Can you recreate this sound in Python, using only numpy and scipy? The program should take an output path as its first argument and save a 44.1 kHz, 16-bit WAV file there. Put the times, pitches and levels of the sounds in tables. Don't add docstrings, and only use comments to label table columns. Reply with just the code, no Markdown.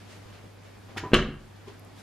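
import sys
import numpy as np
from scipy import signal
from scipy.io import wavfile
from scipy.ndimage import uniform_filter1d

SR = 44100
rng = np.random.default_rng(int(sys.argv[2]) if len(sys.argv) > 2 else 0)


def makeup_ratio(level_db):
    decades = np.asarray(level_db, float) / 20
    return 10 ** decades


def bounce(signal):
    frames = np.transpose(np.atleast_2d(signal))
    limited = np.clip(frames, -1, 1)
    pcm = np.round(limited * 32767).astype(np.int16)
    wavfile.write(sys.argv[1], SR, pcm)


N = 89302
T = np.arange(N) / SR
BAND_EDGES_HZ = 20 * 2 ** np.arange(0, 9.7, .5)
SLAM_S = 1.134
MODE_SPREAD_DB = 4.5

# frequency_hz, side_minus_mid_db
AIR_SIDE = [(60, -14.5), (180, -2), (550, -1), (1650, -5.5), (4970, -3.5), (15000, 3.5)]
# frequency_hz, side_minus_mid_db
ROOM_SIDE = [(60, -63), (180, -59), (550, -24), (1650, -16), (4970, -3.5), (15000, 13.5)]


def rms_one(x):
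    return x / np.sqrt(np.mean(x ** 2) + 1e-20)


def at_hz(points, hz):
    points = np.array(points)
    return np.interp(np.log(hz), np.log(points[:, 0]), points[:, 1])


def drift(rate_hz):
    pole = np.exp(-80 * np.pi * rate_hz / SR)
    white = rng.standard_normal(N // 40 + 2002)
    slow = signal.lfilter([1], [1, -2 * pole, pole * pole], white)[2000:]
    return np.interp(np.arange(N) / 40, np.arange(len(slow)), rms_one(slow))


def ring(clicks, hz, t60_s):
    radius = makeup_ratio(-60 / (t60_s * SR))
    angle = 2 * np.pi * hz / SR
    poles = [1, -2 * radius * np.cos(angle), radius * radius]
    return signal.lfilter([0, np.sin(angle)], poles, clicks + 1e-18)


def dull(x, hz):
    return signal.lfilter(*signal.butter(1, hz, fs=SR), x)


def bands(white, spectrum, side, shape):
    out = 0
    for k, (low, high) in enumerate(zip(BAND_EDGES_HZ, BAND_EDGES_HZ[1:])):
        band = signal.butter(2, [low, high], "band", fs=SR, output="sos")
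        mid, difference = signal.sosfilt(band, white[k % 2])
        hz = np.sqrt(low * high)
        stereo = mid + makeup_ratio(at_hz(side, hz)) * difference * np.array([[1], [-1]])
        out = out + makeup_ratio(at_hz(spectrum, hz)) * shape(hz) * stereo
    return out


def swell(peak_s, db, rise_s, fall_s):
    rise = np.exp(-((T - peak_s) / rise_s) ** 2)
    fall = np.exp(-np.abs(T - peak_s) / fall_s)
    return makeup_ratio(db) * np.where(T < peak_s, rise, fall)


def rubs(spectrum, side):
    grains_per_s, spread_db = 4000, 2.5
    size = (2, 2, N)
    height = makeup_ratio(spread_db * np.minimum(rng.exponential(1, size), 5))
    sign = rng.choice([-1, 1], size)
    present = rng.random(size) < grains_per_s / SR
    return rms_one(bands(height * sign * present + 1e-18, spectrum, side, lambda hz: 1))


def room_air():
    # frequency_hz, level_db per Hz
    air_spectrum = [(20, -10), (60, -3), (200, 0), (500, -5), (1700, -12), (4000, -20), (12800, -32.5),
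                    (14200, -46)]
    # time_s, level_db
    stir = [
        (0, 0.5),
        (.45, 0),
        (.55, -1.5),
        (.9, 0.5),
        (1.6, 0),
        (2.02, -0.5),
    ]
    level_db, top_hz = -50.5, 13740
    stir_db = np.interp(T, *np.transpose(stir))
    white = rng.standard_normal((2, 2, N))
    noise = rms_one(bands(white, air_spectrum, AIR_SIDE, lambda hz: makeup_ratio(1.04 * drift(13.4))))
    low_pass = signal.cheby1(6, 1, top_hz, fs=SR, output="sos")
    return signal.sosfilt(low_pass, makeup_ratio(level_db + stir_db) * noise)


def compressor_hum():
    # frequency_hz, level_db rms
    mains = [(50, -70), (100, -51.5), (200, -74.5)]
    # centre_s, level_db, width_s
    shakes = [
        (1.01, 9, 0.052),
        (1.37, -6.5, 0.092),
    ]
    wobble_db, wobble_hz = 1.3, 27
    shake_db = sum(db * np.exp(-((T - s) / width_s) ** 4) for s, db, width_s in shakes)
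    out = 0
    for hz, db in mains:
        height = np.sqrt(2) * makeup_ratio(db + shake_db + wobble_db * drift(wobble_hz))
        out = out + height * np.sin(2 * np.pi * hz * T + 0.23 * drift(7.7))
    return out


def cloth():
    # peak_s, peak_db rms, rise_s, fall_s, cutoff_hz
    strokes = [(.0, -53.5, .01, 0.09, 5940), (.12, -50, 0.037, 0.11, 8300), (.27, -45.5, 0.022, 0.05, 714),
               (.36, -50.5, 0.066, 0.094, 4000), (.445, -42, 0.0089, 0.045, 800),
               (.67, -53.5, 0.055, 0.078, 5100), (.895, -44, 0.0064, 0.064, 2040),
               (1.57, -60, 0.018, 0.014, 7000), (1.687, -45.5, 0.015, 0.037, 5000),
               (1.88, -45.5, 0.017, 0.05, 800), (2.0, -53.5, .04, 0.047, 12100)]
    # frequency_hz, level_db per Hz
    cloth_spectrum = [(88, -40), (150, -6), (722, -10.5), (966, -13.5), (2270, -9.5), (5440, -14),
                      (12300, -19.5), (15500, -75)]
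    friction = rubs(cloth_spectrum, AIR_SIDE)
    return sum(swell(*stroke) * dull(dull(friction, hz), hz) for *stroke, hz in strokes)


def shelf():
    # start_s, level_db, contact_cutoff_hz, rattle_s
    jolts = [(0.963, -41.5, 2000, 0.0033), (.969, -37, 1470, 0.0049), (1.031, -30.5, 506, 0.0025),
             (1.037, -34.5, 900, 0.0033), (1.042, -34.5, 2000, 0.0055), (1.049, -32, 1980, 0.0076),
             (1.062, -37, 1500, 0.0028), (1.67, -46, 900, 0.0064), (1.678, -45, 900, 0.0026),
             (1.696, -49.5, 900, 0.0066), (0.256, -42, 500, .006), (0.438, -40.5, 577, 0.01),
             (.885, -46.5, 2000, 0.027)]
    # frequency_hz, level_db, t60_s
    shelf_modes = [(250, -11, 0.046), (340, -19, 0.064), (394, -1.5, 0.056), (456, -8.5, 0.04),
                   (620, -11, 0.023), (780, -9.5, 0.025), (794, -9.5, 0.034), (1006, 1.5, 0.048),
                   (1180, -3, 0.023), (1390, -8.5, 0.026), (1770, -7, 0.027)]
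    chance = rng.standard_normal((len(jolts), len(shelf_modes)))
    noise = rng.standard_normal(N)
    strikes = []
    for s, db, hz, rattle_s in jolts:
        decay = (T > s) * np.exp(-np.abs(T - s) / rattle_s)
        rattle = noise * decay * makeup_ratio(db) * np.sqrt(2 / rattle_s / SR)
        strikes.append(dull(dull(rattle, hz), hz))
    out = 0
    for (hz, db, t60_s), c in zip(shelf_modes, chance.T):
        drive = makeup_ratio(MODE_SPREAD_DB * c) @ np.array(strikes)
        out = out + makeup_ratio(db) * ring(drive, hz, t60_s)
    return out


def direct_sound(near):
    lag_s = 2.6e-5
    left = np.interp(T + lag_s / 2, T, near)
    right = np.interp(T - lag_s / 2, T, near)
    return np.array([left, right])


def kitchen(x):
    # frequency_hz, t60_s
    room_t60 = [(100, 0.62), (300, 0.4), (1000, 0.39), (4000, 0.38), (9000, 0.14)]
    # frequency_hz, level_db
    room_colour = [(60, 2), (250, 1.5), (1000, 2.5), (2000, 1), (4000, -2.5), (6000, 5.5), (12000, -9.5)]
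    level_db, rise_s = -7, 0.003
    t = T[:SR]
    white = rng.standard_normal((2, 2, SR))
    tail = bands(white, room_colour, ROOM_SIDE, lambda hz: makeup_ratio(-60 * t / at_hz(room_t60, hz)))
    tail = tail * (1 - np.exp(-t / rise_s))
    tail = tail / np.sqrt(np.sum(tail ** 2) / 2)
    return makeup_ratio(level_db) * signal.fftconvolve(x[None], tail, axes=1)[:, :N]


def nudge():
    # frequency_hz, level_db per Hz
    nudge_spectrum = [(200, -30), (400, -4), (800, -8.5), (1500, 2), (2140, 1.5), (3400, -3.5), (6250, -16),
                      (12000, -28.5), (15500, -34)]
    stroke = swell(peak_s=.982, db=-32, rise_s=0.01, fall_s=.013)
    return stroke * rubs(nudge_spectrum, ROOM_SIDE)


def door():
    # after_slam_s, skin_db, cabinet_db, contact_cutoff_hz
    contacts = [(-.0165, -31, -28, 1190), (-.007, -34, -27.5, 1510), (0, -8.5, -7.5, 2380),
                (.0045, -13, -19.5, 4000), (.0085, -9, -22, 5840), (.0135, -8.5, -17.5, 2220),
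                (.017, -14.5, -17.5, 3360), (.033, -22, -13.5, 3000), (0.054, -24.5, -23, 2440),
                (.09, -26, -21, 2500), (.154, -34.5, -32, 1970)]
    # frequency_hz, level_db, t60_s
    skin_modes = [(733, -8, 0.038), (806, -9.5, 0.011), (1117, -3, 0.022), (1288, -4.5, 0.035),
                  (1430, -4.5, 0.031), (1609, 2, 0.027), (1852, 1, 0.036), (2130, -3.5, 0.042),
                  (2306, -7, 0.031), (2752, 3.5, 0.018), (3033, 6, 0.017), (3330, 4, 0.0096),
                  (3800, 2, 0.0082), (4190, -1, 0.01)]
    # frequency_hz, level_db, t60_s
    cabinet_modes = [(58, -33, 0.18), (103.5, -12.5, 0.23), (148, -17.5, 0.15), (172, -9, 0.077),
                     (223, -7, 0.072), (271.5, -6, 0.085), (284, -3, 0.052), (369, -3, 0.058),
                     (414, -14, 0.039), (481, -7.5, 0.065)]
    skin_level_db, cabinet_level_db = -3.5, -5.5
    crack_db, crack_t60_s, crack_low_hz = -7, 0.033, 900
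    hard_hz = 4000
    out = np.zeros(N)
    t = T[:SR // 2]
    click = (t == 0) * 1.
    chance = rng.standard_normal((len(contacts), len(skin_modes) + len(cabinet_modes)))
    high_pass = signal.butter(2, crack_low_hz, "high", fs=SR, output="sos")
    cracks = signal.sosfilt(high_pass, rng.standard_normal((len(contacts), SR // 2)))
    for (s, skin_db, cabinet_db, cut_hz), c, noise in zip(contacts, chance, cracks):
        skin, cabinet = 0, 0
        for k, ((hz, db, t60_s), g) in enumerate(zip(skin_modes, c)):
            skin = skin + makeup_ratio(db + MODE_SPREAD_DB * g) * (-1) ** k * ring(click, hz, t60_s)
        for (hz, db, t60_s), g in zip(cabinet_modes, c[len(skin_modes):]):
            cabinet = cabinet + makeup_ratio(db + MODE_SPREAD_DB * g) * ring(click, hz, t60_s)
        crack = makeup_ratio(crack_db - 60 * t / crack_t60_s) * noise * cut_hz / hard_hz
        bright = makeup_ratio(skin_level_db) * dull(skin, cut_hz) + crack
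        blow = makeup_ratio(skin_db) * dull(bright, cut_hz) - makeup_ratio(cabinet_db + cabinet_level_db) * cabinet
        i = int((SLAM_S + s) * SR)
        out[i:i + SR // 2] += blow
    return out


def sway():
    start_s, hz, level_db, rise_s, t60_s = 1.125, 30.93, -15, 0.022, .5
    t = np.maximum(T - start_s, 0)
    envelope = makeup_ratio(level_db - 60 * t / t60_s) * (1 - np.exp(-t / rise_s))
    return envelope * np.sin(2 * np.pi * hz * t)


def slam_noise():
    # frequency_hz, level_db per Hz
    slam_noise_spectrum = [(150, -2), (220, 1), (500, -4), (1100, -2), (1800, -9), (2550, -3), (4200, -10),
                           (6000, -24)]
    level_db, t60_s, rise_s = -28, 0.28, .004
    t = np.maximum(T - SLAM_S, 0)
    spectrum = [(60, -30), *slam_noise_spectrum, (12000, -49)]
    noise = rms_one(bands(rng.standard_normal((2, 2, N)), spectrum, ROOM_SIDE, lambda hz: 1))
    return makeup_ratio(level_db - 60 * t / t60_s) * (1 - np.exp(-t / rise_s)) * noise


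def ticks():
    # start_s, level_db, pitch_hz, t60_s
    tick_table = [
        (1.7957, -40.5, 11400, 0.0023),
        (1.7957, -61, 6300, .003),
        (1.8493, -42, 9500, 0.001),
    ]
    mono = sum(makeup_ratio(db) * ring((np.arange(N) == int(s * SR)) * 1., hz, t60_s) for s, db, hz, t60_s in tick_table)
    return mono * makeup_ratio(np.array([[2.5], [-2.5]]))


def scene():
    background = room_air() + compressor_hum() + cloth()
    near = shelf() + door()
    rub = nudge()
    struck = direct_sound(near) + rub + kitchen(near + rub.mean(axis=0))
    return background + struck + sway() + slam_noise() + ticks()


def top_cut(x):
    return signal.sosfilt(signal.butter(12, 15890, fs=SR, output="sos"), x)


def record(dry):
    duck_db, threshold_db, recover_db_per_s = 4, -33, 9.5
    power = uniform_filter1d(dry.mean(axis=0) ** 2, size=441)
    level_db = 10 * np.log10(power + 1e-12)
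    duck = duck_db * np.clip((level_db - threshold_db) / 10, 0, 1)
    recovery = recover_db_per_s * T
    duck = np.maximum.accumulate(duck + recovery) - recovery
    mix = dry * makeup_ratio(-uniform_filter1d(duck, size=441))
    return top_cut(mix)


dry = scene()
out = record(dry)
bounce(out)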